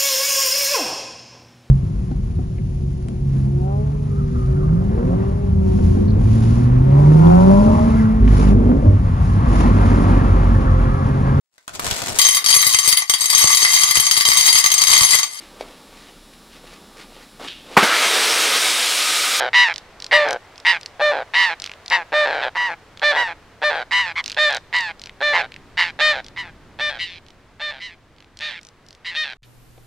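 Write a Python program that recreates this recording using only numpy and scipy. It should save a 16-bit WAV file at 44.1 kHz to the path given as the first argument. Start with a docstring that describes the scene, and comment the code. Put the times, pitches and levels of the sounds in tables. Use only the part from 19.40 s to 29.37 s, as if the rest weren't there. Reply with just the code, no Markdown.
"""Out in the open, a few geese fly past. Two call in turn, one deep, one higher and reedier.
Each honk starts as a croak of slow flaps in the syrinx (a bird's voice box), locks into a clear tone
and breaks up again as the pitch sags. Between the calls stiff flight feathers rattle on the wing
beats, over a soft hush of air."""
import sys
import numpy as np
from scipy import signal
from scipy.fft import rfft, irfft, next_fast_len
from scipy.io import wavfile
from scipy.ndimage import uniform_filter1d, map_coordinates

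SR = 44100
rng = np.random.default_rng(int(sys.argv[2]) if len(sys.argv) > 2 else 0)


def wav_out(sig):
    """Save sig, one row per channel (or a flat mono array), as 16-bit PCM at SR to the path in sys.argv[1]."""
    wavfile.write(sys.argv[1], SR, np.round(np.clip(np.atleast_2d(sig).T, -1, 1) * 32767).astype(np.int16))


N = 439677
TIME = np.arange(N) / SR
CUTOFF_HZ = 15800


def deep_goose():
    """The lower voice: honks near 600 Hz that grow fainter and thinner towards the end."""
    # Each row: when the call starts, eases off, breaks up and ends in seconds, held pitch in Hz,
    # held and tail level in dB, held and tail brightness in dB, hoarseness from 0 to 1.
    calls = [(-0.03, 0.005, -0.01, 0.09, 555, -15, -20, 10, 3, .9),
             (0.718, 0.838, 0.845, 0.968, 603, -15, -21.5, 0, -5, 0),
             (1.595, 1.712, 1.712, 1.828, 603, -14.7, -22.5, 2, -1, 0),
             (2.72, 2.848, 2.848, 3.02, 609, -15, -21, 4, 3, .01),
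             (3.014, 3.045, 3.02, 3.088, 590, -19, -23, 10, 1, .9),
             (3.617, 3.714, 3.714, 3.83, 600, -14, -23, 10, 4, .01),
             (4.217, 4.298, 4.296, 4.43, 605, -16, -23, 7, 5, 0),
             (4.966, 5.088, 5.09, 5.178, 610, -14.7, -22.3, 14, 10, 0),
             (5.805, 5.928, 5.928, 6.058, 600, -17.2, -26.5, 9, 5, 0),
             (6.589, 6.718, 6.725, 6.806, 615, -14.3, -26, 17, 9, .01),
             (7.388, 7.495, 7.495, 7.588, 605, -21, -33, 17, 13, 0),
             (8.196, 8.305, 8.305, 8.398, 605, -26, -38.5, 17, 15, .01),
             (9.0, 9.094, 9.09, 9.15, 612, -27, -37.5, 27, 24, .15),
             (9.744, 9.84, 9.835, 9.937, 623, -22, -32, 32, 23, 0)]
    # How the throat colours the clear tone and the croak. Each row: frequency in Hz, gain in dB.
    tone_colour = [(300, -24.5), (590, 2), (1200, -7), (1800, 0.3), (2400, -10.5), (3000, -20), (3600, -10),
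                   (4200, -16.5), (4800, -26.5), (8400, -42.5), (15000, -75)]
    croak_colour = [(180, -33), (300, -17), (400, -9), (520, .5), (880, -3.5), (1120, -10), (1550, -2),
                    (1900, -5.5), (2500, -12.5), (3900, -14), (5000, -27), (6500, -40.5), (9000, -49),
                    (15000, -68.5)]
    habit = dict(onset_db=6, onset_dull_db=2, scoop=.07, scoop_s=.015, droop=.014, wander=.002,
                 arch=.016, arch_db=2, arch_bright_db=4, ease_s=.016, break_s=.022, last_pitch_hz=507)
    return goose(calls, habit, tone_colour, croak_colour, flap_hz=150, last_flap_hz=112, flap_jitter=.1,
                 flutter=.045, ring_ratio=1.5, ring_s=.002, rasp=.4,
                 tone_bright_db=-1.3, croak_bright_db=-5)


def high_goose():
    """The higher voice: honks near 980 Hz, made reedy by a stronger flutter."""
    # Each row: when the call starts, eases off, breaks up and ends in seconds, held pitch in Hz,
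    # held and tail level in dB, held and tail brightness in dB, hoarseness from 0 to 1.
    calls = [(0.131, 0.238, 0.275, 0.326, 977, -9.8, -20, 8, -2, .05),
             (0.711, 0.768, 0.79, 0.91, 968, -10.3, -25, 7, 0, .06),
             (1.249, 1.312, 1.315, 1.376, 958, -11.2, -23.5, 7, -1, .15),
             (1.936, 2.05, 2.085, 2.138, 965, -13.3, -22, 6, -5, .1),
             (2.507, 2.558, 2.565, 2.628, 961, -12.8, -27.5, -2, -12, .2),
             (3.15, 3.265, 3.285, 3.342, 973, -19, -25.8, -6, -13, .03),
             (3.75, 3.828, 3.87, 3.928, 967, -16.8, -26.5, -6, -9, .03),
             (4.509, 4.612, 4.65, 4.722, 991, -15.5, -26, 5, 0, .05),
             (4.755, 4.8, 4.79, 4.81, 1110, -20.5, -31, 6, -3, .75),
             (5.327, 5.388, 5.485, 5.515, 984, -16.3, -25.5, 6, -2, .12),
             (5.93, 5.968, 5.955, 6.02, 985, -14, -21, -3, -1, .55),
             (6.371, 6.43, 6.425, 6.505, 966, -14.5, -27.5, 10, 9, .65),
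             (6.962, 7.012, 7.025, 7.103, 997, -26, -39.5, 7, -3, .05),
             (7.588, 7.642, 7.66, 7.785, 990, -24, -38, 33, 44, .1),
             (8.4, 8.468, 8.49, 8.545, 1008, -32, -43.5, 27, 12, .05),
             (9.085, 9.128, 9.13, 9.193, 980, -36, -34.5, 13, 18, .6),
             (9.646, 9.7, 9.7, 9.76, 999, -27.3, -36, 23, 13, .15)]
    # How the throat colours the clear tone and the croak. Each row: frequency in Hz, gain in dB.
    tone_colour = [(200, -42), (500, -24), (960, -9.7), (1400, -5.5), (1950, -0.5), (2450, -7), (2920, -9),
                   (3400, -14), (4000, -13.5), (5000, -21), (6200, -31), (8500, -39.5), (15000, -67)]
    croak_colour = [(150, -40), (350, -24), (600, -11), (880, -8.5), (1400, -4.5), (1850, -1), (2150, 6),
                    (2600, -7.5), (4100, -12.5), (5200, -22), (6500, -32.5), (9000, -42.5), (15000, -66)]
    habit = dict(onset_db=4.5, onset_dull_db=1, scoop=.045, scoop_s=.014, droop=-.002, wander=.003,
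                 arch=.01, arch_db=1.5, arch_bright_db=1, ease_s=.022, break_s=.02, last_pitch_hz=800)
    return goose(calls, habit, tone_colour, croak_colour, flap_hz=178, last_flap_hz=164, flap_jitter=.028,
                 flutter=.25, ring_ratio=1, ring_s=.0027, rasp=.3,
                 tone_bright_db=-2.4, croak_bright_db=-3.5)


def goose(calls, habit, tone_colour, croak_colour, flap_hz, last_flap_hz, flap_jitter,
          flutter, ring_ratio, ring_s, rasp, tone_bright_db, croak_bright_db):
    """One bird's honks: a fast membrane gives the tone, slow flaps chop both ends into a croak."""
    out = np.zeros(N)
    for call in calls:
        start, _, _, end = call[:4]
        first = max(int(start * SR), 0)
        t = TIME[first:int((end + .02) * SR)]
        pitch_hz, level_db, bright_db, rough = effort(t, call, **habit)
        # the flapping slows as the call runs out
        flap_rate = last_flap_hz + (flap_hz - last_flap_hz) * np.clip((end - t) / .08, 0, 1)
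        jitter = flap_jitter * (.15 + rough) * drift(170, len(t))
        flaps = np.cumsum(flap_rate * (1 + jitter)) / SR - .2
        opened = np.diff(np.floor(flaps), prepend=-1) > 0
        since_flap = t - np.maximum.accumulate(np.where(opened, t, 0))
        tone = clear_tone(pitch_hz, rough, flaps, flap_rate, since_flap, flutter, tone_colour)
        croaking = croak(ring_ratio * pitch_hz, since_flap, ring_s, rasp, croak_colour)
        voice = np.sqrt(1 - rough) * tone + np.sqrt(rough) * croaking
        bright_db = bright_db + tone_bright_db * (1 - rough) + croak_bright_db * rough
        voice = evened(blown_harder(voice, bright_db))
        age = t - t[0]
        fade_in = np.sin(np.pi / 2 * np.clip(age / .0016, 0, 1)) ** 2
        weak_first_flap = 1 - .6 * np.exp(-age / .005)
        fade_out = np.exp(-np.maximum(t - end, 0) / .0043)
        out[first:first + len(t)] += voice * fade_in * weak_first_flap * fade_out * from_db(level_db)
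    return out


def effort(t, call, onset_db, onset_dull_db, scoop, scoop_s, droop, wander, arch, arch_db,
           arch_bright_db, ease_s, break_s, last_pitch_hz, lock_s=.028, fade_db=5, shortest_sag_s=.06):
    """The bird pushes, holds and eases off; pitch, level, brightness and roughness follow."""
    start, eases, breaks, end, top_hz, top_db, tail_db, top_bright_db, tail_bright_db, hoarse = call
    starting = np.clip(1 - (t - start) / lock_s, 0, 1)
    held = np.clip((t - start) / (eases - start), 0, 1)
    eased = 1 - np.exp(-np.maximum(t - eases, 0) / ease_s)
    spent = np.clip((t - eases) / max(end - eases, shortest_sag_s), 0, 1)
    push = (np.sin(np.pi * held) - np.pi / 4) * (1 - eased)
    # the pitch scoops up, arches, droops and wanders, each by a small share of itself
    bend = arch * push - scoop * np.exp(-(t - start) / scoop_s) - droop * held
    held_hz = top_hz * (1 + bend + wander * drift(45, len(t)))
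    pitch_hz = held_hz + (last_pitch_hz - held_hz) * spent ** .8  # sags fastest at first
    level_db = top_db + arch_db * push - onset_db * starting
    level_db += (tail_db - top_db) * eased - fade_db * spent ** 3
    bright_db = top_bright_db + arch_bright_db * push - onset_dull_db * starting
    bright_db += (tail_bright_db - top_bright_db) * eased
    not_locked = (start + lock_s - t) / .022
    breaking_up = (t - breaks) / break_s
    rough = np.max([not_locked, breaking_up, hoarse * (1 - eased)], axis=0)
    return pitch_hz, level_db, bright_db, np.clip(rough, 0, .9)


def clear_tone(pitch_hz, rough, flaps, flap_rate, since_flap, flutter, colour, waver=.0055, hiss=.19):
    """The membrane buzzes; the flaps only sway it, adding side tones around each overtone."""
    sway = flutter + .6 * rough
    wobble = (waver + .028 * rough) * drift(400, len(flaps))
    cycles = np.cumsum(pitch_hz * (1 + wobble)) / SR
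    membrane = buzz(cycles + .16 * sway * np.sin(2 * np.pi * flaps), pitch_hz)
    throb = 1 + sway * (2 * np.exp(-since_flap * flap_rate * 3.3) - .7)
    breath = hiss * rng.standard_normal(len(flaps))
    return throat(evened(membrane * throb) + breath, colour)


def croak(ring_hz, since_flap, ring_s, rasp, colour, puff_s=.003):
    """Each flap starts a short ring and lets out a puff of air."""
    size = len(since_flap)
    ring_hz = ring_hz * (1 + .015 * drift(150, size))
    rings = evened(buzz((since_flap - 1 / SR) * ring_hz, ring_hz) * np.exp(-since_flap / ring_s))
    puffs = evened(rng.standard_normal(size) * np.exp(-since_flap / puff_s))
    flicker = from_db(3 * drift(150, size))
    return throat((rings + rasp * puffs) * flicker, colour)


def throat(x, colour):
    """The throat colours the voice; neck and beak are held a little differently for each call."""
    hz = np.geomspace(200, 16000, 60)
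    ripple_db = np.interp(hz, [1000, 4000], [1, 2.2]) * rng.standard_normal(len(hz))
    return evened(coloured(x, np.c_[hz, at_hz(colour, hz) + ripple_db]))


def blown_harder(x, bright_db):
    """Harder blowing tips the sound from the low overtones to the high ones."""
    # How each band answers. Each row: centre in Hz, gain in dB for each dB of brightness.
    blow_tilt = [(300, -1.1), (600, -0.68), (1100, -0.35), (1900, 0.16), (3400, .5), (7000, 0.35)]
    centres, slopes = np.transpose(blow_tilt)
    hz, spectrum = np.fft.rfftfreq(2 * len(x), 1 / SR), rfft(x, 2 * len(x))
    bands = [irfft(spectrum * np.interp(hz, centres, pick))[:len(x)] for pick in np.eye(len(centres))]
    return sum(band * from_db(slope * bright_db) for band, slope in zip(bands, slopes))


def wing_rattles(gain_db, gap_s=.0207, hardest_at=.6, edge_db=7, scatter_db=.7):
    """On a wing beat a few feathers slip one after another, hardest just past mid stroke."""
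    # Each row is a wing beat: first and last snap in seconds, relative peak in dB, snap pitch in Hz.
    rattles = [(0.34, 0.381, -15, 4100), (0.602, 0.665, -18, 4700), (0.887, 0.93, -14, 4850),
               (1.158, 1.201, -28, 5000), (1.412, 1.432, -25, 4200), (1.46, 1.46, -18, 4870),
               (2.2, 2.262, -15, 4200), (2.233, 2.337, -22, 2450), (2.461, 2.501, -18, 4100),
               (3.574, 3.596, -24, 3300), (4.841, 4.918, -13.5, 4700), (4.886, 4.946, -22, 2900),
               (5.107, 5.168, -15, 5000), (5.365, 5.408, -17, 4500), (5.596, 5.659, -22, 4500),
               (5.672, 5.695, -22.5, 2130), (6.12, 6.163, -24, 2500), (6.845, 6.884, -26, 4100),
               (7.865, 7.905, -35, 3600), (8.764, 8.845, -37, 3100), (8.972, 9.008, -26, 4900),
               (9.213, 9.288, -31.5, 5200), (9.465, 9.55, -32.5, 5200)]
    snaps = []
    for first, last, peak_db, hz in rattles:
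        count = 1 + round((last - first) / gap_s)
        for k, start in enumerate(np.linspace(first, last, count)):
            off_centre = 2 * ((k + .5) / count - hardest_at)
            level_db = peak_db - edge_db * off_centre ** 2 + scatter_db * rng.standard_normal()
            snaps.append((int(start * SR), level_db, hz))
    out = np.zeros(N)
    for at, level_db, hz in snaps:
        snap = feather_snap(hz)
        out[at:at + len(snap)] += from_db(level_db + gain_db) * snap
    return out


def feather_snap(hz, damping=.55, scuff=.16, scuff_s=.0016, rustle=.008):
    """A feather slips off its neighbour: a sharp snap, a short scuff and a faint rustle of barbs."""
    # The colour of a snap. Each row: frequency in Hz, gain in dB.
    snap_colour = [(1000, -1), (2200, 3), (5000, 1), (9000, -11), (15000, -25)]
    t = TIME[:2048]
    push = rng.standard_normal(len(t)) * (scuff * np.exp(-t / scuff_s) + rustle * np.exp(-t / .025))
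    push[0] += 1  # the snap itself
    decay = np.exp(-np.pi * damping * hz / SR)
    ring = signal.lfilter([1, -decay], [1, -2 * decay * np.cos(2 * np.pi * hz / SR), decay ** 2], push)
    snap = coloured(ring, snap_colour)
    return snap / abs(snap).max()


def outdoors(x, echo_db, echo_s):
    """The treble reaches the two ears differently; the land returns a faint echo."""
    # How much the ears differ. Each row: frequency in Hz, difference against the shared sound in dB.
    width = [(600, -38), (1100, -24), (4000, -13), (8000, -2)]
    # The birds lean to the right. Each row: frequency in Hz, left level over right in dB.
    lean = [(600, 0), (1200, -.5), (2500, -1.2), (5000, -1.6), (9000, -3)]
    hz, left_right = np.fft.rfftfreq(N, 1 / SR), np.array([[1], [-1]])
    scatter = rng.standard_normal(64) * np.exp(-np.arange(64) / 16)
    phase_turn = np.exp(1j * np.angle(rfft(scatter, N)))
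    side = irfft(rfft(x) * phase_turn * from_db(at_hz(width, hz)), N) * drift(25, N)
    direct = irfft(rfft(x) * from_db(left_right * at_hz(lean, hz) / 2), N) + left_right * side
    echo = rng.standard_normal((2, SR)) * from_db(-60 * TIME[:SR] / echo_s)
    echo = coloured(echo, [(600, -15.5), (2000, 3), (5000, 9)])
    echo /= np.sqrt(np.sum(echo ** 2, axis=1, keepdims=True))
    return direct + from_db(echo_db) * signal.fftconvolve(x[None], echo, axes=1)[:, :N]


def air(hush_gain_db):
    """A low rumble and a distant hush, each swelling slowly."""
    # The colour of the air. Each row: frequency in Hz, gain in dB.
    air_colour = [(25, -4), (35, 1), (55, -6), (90, -1), (200, -8), (500, -8), (1000, -10.5), (2000, -14),
                  (2800, -19), (4000, -22), (8000, -31.5), (15000, -43.5)]
    # How alike left and right are. Each row: frequency in Hz, likeness from 0 to 1.
    likeness = [(2000, .93), (10000, 0.17)]
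    # The slow swells. Each row: time in seconds, rumble level in dB, hush level in dB before its gain.
    swells = [(0.5, -53.5, -48), (2.4, -55, -47.5), (3.8, -52, -51.5), (5.6, -51.5, -53), (6.3, -48, -54),
              (7.25, -47.5, -56), (8.0, -53, -57), (8.7, -54, -60), (9.5, -55, -57.5)]
    hz = np.fft.rfftfreq(N, 1 / SR)
    alike = at_hz(likeness, hz)
    mid, side = rfft(rng.standard_normal((2, N))) * from_db(at_hz(air_colour, hz))
    both = np.sqrt(1 + alike) * mid + np.sqrt(1 - alike) * side * [[1], [-1]]
    low_share = at_hz([(300, .99), (520, .22)], hz)
    rumble, hush = irfft(both * low_share, N), irfft(both * (1 - low_share), N)
    times, rumble_db, hush_db = np.transpose(swells)
    return (rumble / rumble.std() * from_db(np.interp(TIME, times, rumble_db))
            + hush / hush.std() * from_db(np.interp(TIME, times, hush_db) + hush_gain_db))


def buzz(cycles, pitch_hz):
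    """One sharp pulse a cycle, built from equally strong overtones up to the cut-off."""
    harmonics = np.arange(1, int(CUTOFF_HZ / pitch_hz.max()))
    return np.cos(2 * np.pi * np.outer(harmonics, cycles)).sum(axis=0)


def coloured(x, colour):
    """Filters a sound by (Hz, dB) points, ringing only after each push (minimum phase)."""
    size = 2 * next_fast_len(x.shape[-1] // 2 + 1024)
    gain = from_db(at_hz(colour, np.fft.rfftfreq(size, 1 / SR)))
    cepstrum = irfft(np.log(gain))
    cepstrum[1:size // 2] *= 2
    cepstrum[size // 2 + 1:] = 0
    return irfft(rfft(x, size) * np.exp(rfft(cepstrum)))[..., :x.shape[-1]]


def drift(rate, size):
    """A smooth random wobble, about 1 in size, with `rate` new values a second."""
    steps = np.arange(size) * rate / SR
    return map_coordinates(rng.standard_normal(int(steps[-1]) + 3), [steps], order=2, mode="nearest")


def evened(x):
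    """Holds the average level at 1 over spans longer than a flap."""
    power = uniform_filter1d(uniform_filter1d(x * x, size=600), size=400)
    return x / np.sqrt(np.maximum(power, 1e-12))


def at_hz(points, hz):
    """Reads between (Hz, value) points, giving every octave equal room."""
    point_hz, values = np.transpose(points)
    return np.interp(np.log(np.maximum(hz, 1)), np.log(point_hz), values)


def from_db(db):
    """Turns decibels into a plain gain."""
    return 10 ** (np.asarray(db) / 20)


def scene():
    """Two voices and the wing rattles out in the open, over the air."""
    birds = deep_goose() + high_goose() + wing_rattles(gain_db=2.5)
    return outdoors(birds, echo_db=-31.5, echo_s=1.0) + air(hush_gain_db=-1.2)


def record(dry):
    """Rounds off the highest peaks and steeply cuts the very top of the treble."""
    rounded = dry / (1 + (dry / .92) ** 8) ** (1 / 8)
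    return signal.sosfilt(signal.ellip(10, .1, 80, CUTOFF_HZ, fs=SR, output="sos"), rounded)


dry = scene()
out = record(dry)
wav_out(out)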